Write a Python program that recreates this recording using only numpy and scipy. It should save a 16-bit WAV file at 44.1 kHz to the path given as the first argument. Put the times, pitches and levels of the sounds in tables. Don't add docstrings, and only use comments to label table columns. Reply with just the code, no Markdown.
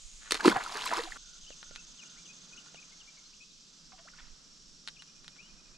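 import sys
import numpy as np
from scipy import signal
from scipy.fft import rfft, irfft
from scipy.io import wavfile
from scipy.ndimage import uniform_filter1d

SR = 44100
rng = np.random.default_rng(int(sys.argv[2]) if len(sys.argv) > 2 else 0)


def to_wav(sig):
    pcm = np.clip(np.atleast_2d(sig), -1, 1) * 32767
    pcm = np.round(pcm).astype(np.int16)
    wavfile.write(sys.argv[1], SR, pcm.T)


N = 254456
TIME = np.arange(N) / SR
BINS = np.maximum(np.arange(N // 2 + 1) * SR / N, 1)
CHANGE_S = 1.175

# start_s, peak_db, decay_s, brightness_hz
SLAP_HITS = [(0.309, -13.5, 0.0019, 8970), (0.3206, -10, 0.0013, 6000), (0.3442, -19.5, 0.0011, 6960),
             (0.351, -22, 0.0029, 2453), (0.457, -16, 0.01, 4000), (0.475, -16, .009, 3003),
             (0.497, -26, 0.0034, 4450)]
# centre_hz, width_hz, level_db
SLAP_RESONANCES = [(320, 280, -5), (1210, 350, -0.5), (2600, 750, -8), (4300, 550, -1.5), (9000, 2200, -12)]
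# start_s, pitch_hz, peak_db
FAT_DROPS = [(.638, 7000, -33), (.7715, 4600, -26), (.811, 2700, -28), (.82, 3700, -26.5),
             (.841, 3200, -29.5), (.857, 8000, -29), (.8615, 4700, -28), (0.875, 4300, -26.5),
             (.9365, 5300, -27), (0.9705, 5200, -27)]
SMACK_DECAY_S = 0.001
PING_SWELL_S, PING_DB = 0.0016, -8
# start_s, pitch_hz, peak_db, swell_s
AIR_POCKETS = [(0.4053, 1620, -25.5, 0.002), (.447, 990, -17, 0.003), (0.448, 420, -22.5, 0.0031),
               (0.4558, 350, -10.5, 0.0046), (0.453, 1310, -18.5, 0.0032), (0.4776, 364.8, -7.5, 0.003),
               (.472, 250, -17, 0.0044), (.497, 218.1, -30, 0.0099), (0.514, 1563, -25, .004),
               (.5585, 784, -20.5, 0.006), (.574, 702, -30, 0.0053), (.562, 125, -31.5, 0.0034),
               (.6615, 1410, -30, 0.0025), (.748, 434, -39.5, 0.0072), (.758, 1240, -33, 0.0011),
               (0.859, 1036, -28.5, 0.0053), (.913, 676, -29, 0.003), (.925, 1110, -26.5, 0.003),
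               (.932, 927, -22, 0.0026), (0.973, 363, -35, 0.0069), (.986, 488, -31, 0.0093),
               (0.992, 1810, -33, 0.002), (1.03, 332, -46.5, 0.015), (1.07, 738, -41.5, 0.0072),
               (1.121, 1840, -29.5, 0.0013)]
POCKET_GLIDE = -0.012
# peak_s, bubbles_db, spray_db
PLUNGING_WATER = [(0.355, -40, -35.5), (0.406, -37, -44.5), (0.456, -28, -29), (0.48, -27, -33),
                  (0.497, -50, -31), (.522, -31, -55), (0.563, -28, -55), (0.61, -37, -47),
                  (0.764, -35.5, -66), (0.864, -53, -36.5), (0.922, -28.5, -39.5), (0.972, -31, -44),
                  (1.122, -66, -47), (1.166, -45.5, -50)]
PLUNGE_RISE_S, PLUNGE_FALL_S = 0.012, 0.017
TEAR_DB, TEAR_RISE_S, TEAR_FALL_S = -19.5, 0.0006, 0.016
SHOWER_START_S, SHOWER_PEAK_S = 0.5, 0.98
SHOWER_RISE_DB_PER_S, SHOWER_FALL_DB_PER_S = 17, 125
SHOWER_SPRAY_DB, SHOWER_GURGLE_DB = -40.5, -40
# pitch_hz, density_db_per_hz
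GURGLE_COLOUR = [(220, -16.5), (400, -13.5), (620, -15), (950, 2), (1550, -4.5), (2200, -15.5)]
# pitch_hz, density_db_per_hz
SPRAY_COLOUR = [(2000, 7.5), (2800, 3), (4100, 8), (5300, 2.5), (6200, -16.5), (8500, -5.5), (10500, -24.5),
                (14000, -50)]
# pitch_hz, density_db_per_hz
DEEP_COLOUR = [(170, -2), (300, -1), (520, -3.5)]
DEEP_DB, DEEP_PEAK_S, DEEP_RISE_S, DEEP_FALL_S = -28, 0.472, 0.017, 0.035
WATER_LOW_HZ = 140

# start_s, length_s, pitch_hz, glide_octaves, level_db
SWIRL_PLOPS = [(3.929, 0.028, 753, 0.044, -49.5), (3.986, 0.039, 672, 0.073, -55.5),
               (4.05, 0.027, 726, 1, -54), (4.074, 0.017, 1590, 0.98, -46),
               (4.135, 0.0084, 1440, -0.12, -47.5), (4.186, 0.0093, 1760, 0.12, -51),
               (4.202, 0.0053, 1417, -.1, -47)]
# start_s, length_s, level_db
SWIRL_RIPPLES = [(3.917, .018, -53.5), (3.975, 0.032, -55.5), (4.082, 0.011, -52.5), (4.18, 0.032, -55),
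                 (4.11, 0.22, -62.5)]
# pitch_hz, density_db_per_hz
SPATTER_COLOUR = [(900, 1), (1800, -1), (3600, -2.5)]

# start_s, peak_db, ring_hz
TACKLE_CLICKS = [(1.505, -34, 596), (1.6294, -28.5, 1400), (1.7108, -38.5, 590), (1.753, -36, 2480),
                 (1.7602, -24.5, 2376), (2.036, -39, 1450), (2.662, -39.5, 1040), (2.684, -43, 1610),
                 (2.7453, -35, 690), (4.8757, -21, 3780), (4.8848, -24.5, 3120), (4.888, -27.5, 3060),
                 (5.0224, -31, 4560), (5.245, -36.5, 3630), (5.2802, -27.5, 3490)]
# centre_hz, width_hz, level_db
REEL_RESONANCES = [(1394, 650, 1), (4000, 1220, 4), (9900, 1100, -9.5)]
# start_s, length_s, level_db
GRIP_RUBS = [(.19, 0.13, -55), (5.35, 0.029, -59.5)]
KNOCK_HZ = 420
RING_CYCLES = 10.6
CONTACT_RATIO = 2.6

# start_s, length_s, pitch_hz, glide_octaves, end_sag_octaves, level_db
BIRD_NOTES = [(1.464, 0.035, 3040, 0.16, 0.11, -53), (1.508, 0.03, 2840, -0.3, 0.14, -55),
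              (1.771, 0.037, 2670, 0.054, 0.093, -54), (2.014, 0.025, 2528, -0.12, 0.1, -51),
              (2.048, 0.027, 2900, -0.024, 0.15, -57.5), (2.16, 0.052, 2330, 0.48, 0.29, -61),
              (2.285, 0.046, 2514, 0.026, 0.016, -53.5), (2.524, 0.028, 2517, 0.016, 0.021, -51.5),
              (2.571, 0.028, 3000, 0.11, .3, -49.5), (2.769, 0.034, 2520, 0.19, 0.073, -52),
              (2.916, 0.026, 2150, 0.08, 0.08, -59), (3.074, 0.029, 2380, 0.019, .13, -55),
              (3.169, 0.031, 2304, -0.059, 0.219, -59.5), (3.24, 0.0387, 4230, 0.12, 0.074, -56.5),
              (3.33, 0.019, 2750, 0.44, 0.01, -59.5), (3.402, 0.04, 2540, 0.075, 0.032, -52.5),
              (4.983, 0.037, 2920, 0.21, 0.16, -53), (5.381, 0.039, 2500, 0.33, 0.015, -52.5),
              (5.42, 0.079, 2950, 0.16, 0.011, -59)]
# start_s, length_s, start_hz, end_hz, level_db
BIRD_FLICKS = [(1.421, 0.033, 4400, 2870, -54.5), (1.973, 0.039, 3910, 2770, -48.5),
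               (2.241, 0.033, 4190, 2730, -49.5), (2.739, 0.025, 3670, 2750, -50),
               (2.814, 0.02, 3200, 2340, -51), (2.985, .042, 4500, 2740, -50.5),
               (3.5, .022, 4500, 3700, -56), (4.954, 0.024, 4300, 2350, -50.5)]
FLICK_BEND, FLICK_SWELL = 1.7, 1.0

# start_s, length_s, level_db
FROG_TRILLS = [(1.177, 0.24, -67), (1.631, 0.22, -65.5), (1.984, 0.252, -65.5), (2.48, 0.25, -68)]

# pitch_hz, density_db_per_hz
FIRST_CHORUS_COLOUR = [(2000, -13.5), (3150, -9), (5300, -8), (6900, -1.5), (9000, -16.5), (15000, -49.5)]
FIRST_CHORUS_DB = -53.5
# pitch_hz, density_db_per_hz
CHORUS_COLOUR = [(2550, -6), (3300, -5.5), (4000, -4.5), (5000, -0.5), (5300, -4.5), (5700, -1), (6800, -8),
                 (7550, -6), (8100, -18.5), (10000, -27.5), (15000, -46)]
CHORUS_DB, FADE_DB_PER_S = -56, 1.02
# pitch_hz, density_db_per_hz
BUZZ_COLOUR = [(5600, -49), (6100, 8), (6500, 7), (6950, -8.5), (7800, -6), (8200, -17), (10000, -26),
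               (12000, -73)]
# pitch_hz, density_db_per_hz
UNDERTONE_COLOUR = [(3300, 0.5), (3550, 6.5), (3800, -1)]
UNDERTONE_DB = -6.5
BUZZ_DB, BUZZ_HOLD_S, BUZZ_FADE_DB_PER_S = -57, 2.37, 9
# pitch_hz, density_db_per_hz
WHINE_COLOUR = [(5150, -20), (5480, 15.5), (5680, 11.5), (6050, 3.5)]
WHINE_DB, WHINE_SWELL_DB, WHINE_PEAK_S, WHINE_SWELL_S = -66, 4.5, 5.14, 0.95
CRICKET_START_S, CRICKET_PER_S, CRICKET_HZ, CRICKET_DB = 5.07, 12.1, 2477, -67.5

# pitch_hz, density_db_per_hz
BREEZE_COLOUR = [(14, 10), (32, -3), (50, -11.5), (80, -19.5)]
# time_s, level_db
BREEZE_LEVEL = [(.3, -56.5), (1.7, -59.5), (2.4, -72), (3.3, -67.5), (5.6, -62.5)]
# pitch_hz, density_db_per_hz
RUMBLE_COLOUR = [(70, -10.5), (115, -10), (160, 4.5), (390, -9.5), (700, -16)]
# time_s, level_db
RUMBLE_LEVEL = [(1.2, -70.5), (1.6, -68.5), (2.6, -63), (3.1, -71), (3.6, -68.5), (5.5, -65.5)]
# pitch_hz, density_db_per_hz
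RUSTLE_COLOUR = [(400, -13.5), (800, -16), (1300, -8), (1900, -15), (2600, -12.5)]
# time_s, level_db
RUSTLE_LEVEL = [(1.25, -71), (1.6, -68), (2.65, -66.5), (3.2, -69), (3.52, -75.5), (3.8, -71), (4.3, -68.5),
                (4.7, -73), (5.6, -68.5)]

# pitch_hz, correlation (1 = identical)
STEREO_LIKENESS = [(60, 0.67), (330, 0.79), (1500, 0.52), (3300, 0.4), (7500, 0.99)]
# pitch_hz, left_minus_right_db
STEREO_LEAN = [(330, -5), (700, -3.5), (2500, 3), (3400, -3.5), (8000, 0)]
# pitch_hz, left_lead_radians
PORT_LEAD = [(250, 0), (1000, -.85), (1550, -.45), (2100, -1.0), (3900, -.15), (7500, 0)]
CUTOFF_HZ = 14900


def from_db(db):
    return 10 ** (np.asarray(db) / 20)


def rms_one(x):
    return x / np.sqrt(np.mean(x ** 2) + 1e-20)


def in_time(rows):
    s, level = np.transpose(rows)
    return np.interp(TIME, s, level)


def at_hz(points, hz):
    points_hz, values = np.transpose(points)
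    return np.interp(np.log(hz), np.log(points_hz), values)


def add(track, s, sound):
    at = max(round(s * SR), 0)
    track[at:at + len(sound)] += sound[:N - at]


def pan(x, lean_db):
    return x * from_db([[lean_db / 2], [-lean_db / 2]])


def drift(per_s):
    smoothed = rfft(rng.standard_normal(N)) / (1 + (BINS / per_s) ** 2)
    return rms_one(irfft(smoothed, N))


def resonate(x, hz, width):
    r = np.exp(-np.pi * width / SR)
    zeros = np.array([1, 0, -1]) * (1 - r * r) / 2
    poles = [1, -2 * r * np.cos(2 * np.pi * hz / SR), r * r]
    return signal.lfilter(zeros, poles, x + 1e-18)


def body(x, modes):
    return sum((-1) ** k * from_db(db) * resonate(x, hz, width)
               for k, (hz, width, db) in enumerate(modes))


def dull(x, hz, order=2):
    return signal.sosfilt(signal.butter(order, min(hz, SR / 2 - 1000), fs=SR, output="sos"), x)


def tone(hz):
    return np.sin(2 * np.pi * np.cumsum(hz) / SR)


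def wash(spectrum):
    mid, side = rfft(rng.standard_normal((2, N)))
    alike = np.clip(at_hz(STEREO_LIKENESS, BINS), -1, 1)
    signs = np.array([[1], [-1]])
    pair = np.sqrt(1 + alike) * mid + signs * np.sqrt(1 - alike) * side
    low_skirt = 1 / (1 + (spectrum[0][0] / BINS) ** 8)
    high_skirt = 1 / (1 + (BINS / spectrum[-1][0]) ** 8)
    colour = from_db(at_hz(spectrum, BINS) + signs * at_hz(STEREO_LEAN, BINS) / 2)
    return rms_one(irfft(pair * low_skirt * high_skirt * colour, N))


def grains(spectrum, per_s, cycles, spread_db, count, start_s=0):
    size = round((CHANGE_S + 0.1) * SR)
    births = (rng.random(size) < per_s / SR) * rng.choice([-1, 1], size)
    births = births * from_db(spread_db * np.minimum(rng.exponential(1, size), 3.5))
    dealt = rng.integers(0, count, size)
    pitches = np.geomspace(spectrum[0][0], min(spectrum[-1][0], CUTOFF_HZ), count)
    rings = sum(from_db(at_hz(spectrum, hz)) * resonate(births * (dealt == k), hz, 2 * hz / cycles)
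                for k, hz in enumerate(pitches))
    out = np.zeros(N)
    add(out, start_s, rings / np.sqrt(uniform_filter1d(rings ** 2, size=1500) + 1e-16))
    return out


def scatter(x, t60, top_hz):
    age = TIME[:SR // 2]
    tail = dull(rng.standard_normal((2, len(age))), top_hz) * from_db(-60 * age / t60)
    tail = tail / np.sqrt(np.sum(tail ** 2) / 2)
    return signal.fftconvolve(x[None], tail, axes=1)[:, :N]


def swells(events, rise_s, fall_s):
    return sum(from_db(2 * db) * np.exp(2 * np.minimum((TIME - s) / rise_s, (s - TIME) / fall_s))
               for s, db, *_ in events)


def bursts(events):
    level = np.zeros(N)
    for s, length, db in events:
        add(level, s, from_db(db) * signal.windows.tukey(round(length * SR), 0.5))
    return level


def splash():
    gurgle_level, spray_level = churn()
    cloud = grains(GURGLE_COLOUR, per_s=1000, cycles=16, spread_db=2.5, count=44)
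    gurgle = gurgle_level * dull(cloud, 2600, order=4)
    fizz = grains(SPRAY_COLOUR, per_s=7500, cycles=8.4, spread_db=-0.5, count=36)
    drops = grains(SPRAY_COLOUR, per_s=400, cycles=20, spread_db=3.5, count=28)
    clumps_db = 2.2 * drift(70) - 3.5
    spray = spray_level * from_db(clumps_db) * dull(drops + from_db(-1.0) * fizz, 11500, order=4)
    heave = np.sqrt(swells([(DEEP_PEAK_S, DEEP_DB)], DEEP_RISE_S, DEEP_FALL_S))
    deep_level = np.hypot(heave, from_db(-18) * gurgle_level)
    deep = deep_level * grains(DEEP_COLOUR, per_s=590, cycles=4.4, spread_db=-1.0, count=10)
    water = slaps() + smacks() + air_pockets(unrest=0.04) + deep + gurgle + spray
    water = signal.sosfilt(signal.butter(2, WATER_LOW_HZ, "high", fs=SR, output="sos"), water)
    wet = from_db(-15.5) * scatter(water, t60=0.11, top_hz=8000)
    return (pan(water, -0.6) + wet) * (TIME < CHANGE_S)


def slaps():
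    out, age = np.zeros(N), TIME[:SR // 20]
    for s, db, decay, bright_hz in SLAP_HITS:
        noise = rng.standard_normal(len(age)) * np.exp(-age / decay)
        burst = dull(body(noise, SLAP_RESONANCES), bright_hz, order=1)
        add(out, s, from_db(db) * burst / np.abs(burst).max())
    return out


def air_pockets(unrest):
    out, age = np.zeros(N), TIME[:SR // 10]
    wobble = 1 + unrest * drift(100)
    pings = [(s, hz, db + PING_DB, PING_SWELL_S) for s, hz, db in FAT_DROPS]
    for s, hz, db, swell in [*AIR_POCKETS, *pings]:
        u = age / swell
        pitch = hz * 2 ** (POCKET_GLIDE * np.minimum(u, 3)) * wobble[round(s * SR):][:len(u)]
        add(out, s, from_db(db) * (u * np.exp(1 - u)) ** 2 * tone(pitch))
    return out


def smacks():
    out, age = np.zeros(N), TIME[:SR // 20]
    for s, hz, db in FAT_DROPS:
        noise = rng.standard_normal(len(age)) * np.exp(-age / SMACK_DECAY_S)
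        crack = resonate(resonate(noise, hz, hz / 2), hz, hz)
        add(out, s, from_db(db) * crack / np.abs(crack).max())
    return out


def churn():
    late = TIME - SHOWER_PEAK_S
    shower_db = np.minimum(SHOWER_RISE_DB_PER_S * late, -SHOWER_FALL_DB_PER_S * late)
    shower = (TIME > SHOWER_START_S) * from_db(shower_db)
    plunges = np.sqrt(swells(PLUNGING_WATER, PLUNGE_RISE_S, PLUNGE_FALL_S))
    torn = swells([(s, db + TEAR_DB) for s, db, *_ in SLAP_HITS], TEAR_RISE_S, TEAR_FALL_S)
    flung = swells([(s, db) for s, _, db in PLUNGING_WATER], PLUNGE_RISE_S, PLUNGE_FALL_S)
    gurgle_level = np.hypot(plunges, from_db(SHOWER_GURGLE_DB) * shower)
    spray_level = np.hypot(np.sqrt(torn + flung), from_db(SHOWER_SPRAY_DB) * shower)
    return gurgle_level, spray_level


def swirl():
    spatter = grains(SPATTER_COLOUR, per_s=900, cycles=16, spread_db=2, count=24, start_s=3.85)
    out = bursts(SWIRL_RIPPLES) * dull(spatter, 4500)
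    for s, length, pitch, glide, db in SWIRL_PLOPS:
        u = np.linspace(0, 1, round(length * SR))
        shape = np.minimum(u * 10, 1) * np.sqrt(1 - u)
        add(out, s, from_db(db) * shape * tone(pitch * 2 ** (glide * (u - 0.5))))
    return pan(from_db(-2.5) * out, -1.4) + from_db(-17) * scatter(out, t60=0.18, top_hz=5000)


def tackle():
    out, age = np.zeros(N), TIME[:SR // 20]
    for s, db, hz in TACKLE_CLICKS:
        contact = (age == 0) + 0.028 * rng.standard_normal(len(age)) * np.exp(-age / 0.005)
        tick = dull(body(contact, REEL_RESONANCES), min(CONTACT_RATIO * hz, 9000), order=1)
        ring = np.sin(2 * np.pi * hz * age) * from_db(-60 * age * hz / RING_CYCLES)
        click = tick / np.abs(tick).max() + np.sqrt(KNOCK_HZ / hz) * ring
        add(out, s, from_db(db) * click / np.abs(click).max())
    slips = (rng.random(N) < 600 / SR) * rng.standard_normal(N)
    out += bursts(GRIP_RUBS) * rms_one(dull(body(slips, REEL_RESONANCES), 1950))
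    return pan(out, -0.59) + from_db(-11.0) * scatter(out, t60=0.05, top_hz=6000)


def bird():
    song = whistles(BIRD_NOTES, waver=0.014)
    for s, length, start_hz, end_hz, db in BIRD_FLICKS:
        u = np.linspace(0, 1, round(length * SR))
        hz = end_hz * (start_hz / end_hz) ** ((1 - u) ** FLICK_BEND)
        shape = u ** FLICK_SWELL * signal.windows.tukey(len(u), 0.4)
        add(song, s, from_db(db) * shape * tone(hz))
    song = song * from_db(2.0 * drift(90))
    return pan(from_db(-0.5) * song, 7.5) + from_db(-14) * scatter(song, t60=1.0, top_hz=5000)


def whistles(notes, waver):
    out, wobble = np.zeros(N), 1 + waver * drift(300)
    for s, length, pitch, glide, arch, db in notes:
        u = np.linspace(-1, 1, round(length * SR))
        hz = pitch * 2 ** (glide * u / 2 - arch * u ** 2) * wobble[round(s * SR):][:len(u)]
        shape = np.sqrt(np.abs(np.cos(np.pi * u / 2)))
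        add(out, s, from_db(db) * shape * tone(hz))
    return out


def frog():
    pulses = 1 + 0.5 * np.sin(2 * np.pi * 45 * TIME)
    return bursts(FROG_TRILLS) * pulses * wash([(1150, -31), (1400, 21), (1540, 14), (1780, -25)])


def insects():
    buzz_db = BUZZ_DB - BUZZ_FADE_DB_PER_S * np.maximum(TIME - BUZZ_HOLD_S, 0)
    whine_db = WHINE_DB + WHINE_SWELL_DB * np.exp(-((TIME - WHINE_PEAK_S) / WHINE_SWELL_S) ** 2)
    syllable = np.cumsum(13.0 * (1 + 0.015 * drift(2))) / SR % 1
    gaps = 1 - dull(1.0 * (syllable < 0.2), 120)
    strokes = 1 + 0.46 * tone(395 * (1 + 0.0194 * drift(8.4)))
    bands = wash(BUZZ_COLOUR) + from_db(UNDERTONE_DB) * wash(UNDERTONE_COLOUR)
    buzz = from_db(buzz_db) * gaps * strokes * bands
    whine = from_db(whine_db + 1.8 * drift(44)) * wash(WHINE_COLOUR)
    chorus_db = CHORUS_DB - FADE_DB_PER_S * np.maximum(TIME - CHANGE_S, 0)
    chorus = from_db(chorus_db + 0.5 * drift(26.0)) * wash(CHORUS_COLOUR)
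    first_chorus = from_db(FIRST_CHORUS_DB) * wash(FIRST_CHORUS_COLOUR)
    return np.where(TIME < CHANGE_S, first_chorus, buzz + whine + chorus)


def cricket():
    chirps = np.maximum(np.sin(2 * np.pi * CRICKET_PER_S * np.maximum(TIME - CRICKET_START_S, 0)), 0)
    noise = resonate(rng.standard_normal(N), CRICKET_HZ, 81)
    chirr = rms_one(resonate(noise, CRICKET_HZ, 81))
    return pan(from_db(CRICKET_DB) * np.sqrt(chirps) * chirr, 1.3)


def air():
    gusts_db = 3.5 * drift(6)
    breeze = from_db(in_time(BREEZE_LEVEL) + gusts_db) * wash(BREEZE_COLOUR)
    rumble = from_db(in_time(RUMBLE_LEVEL)) * wash(RUMBLE_COLOUR)
    rustle = from_db(in_time(RUSTLE_LEVEL)) * wash(RUSTLE_COLOUR)
    return breeze + rumble + rustle


def scene():
    return splash() + swirl() + tackle() + bird() + frog() + insects() + cricket() + air()


def record(dry):
    half = np.exp(0.5j * at_hz(PORT_LEAD, BINS))
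    ports = irfft(rfft(dry) * np.array([half, 1 / half]), N)
    return signal.sosfilt(signal.ellip(10, 0.1, 80, CUTOFF_HZ, fs=SR, output="sos"), ports)


dry = scene()
out = record(dry)
to_wav(out)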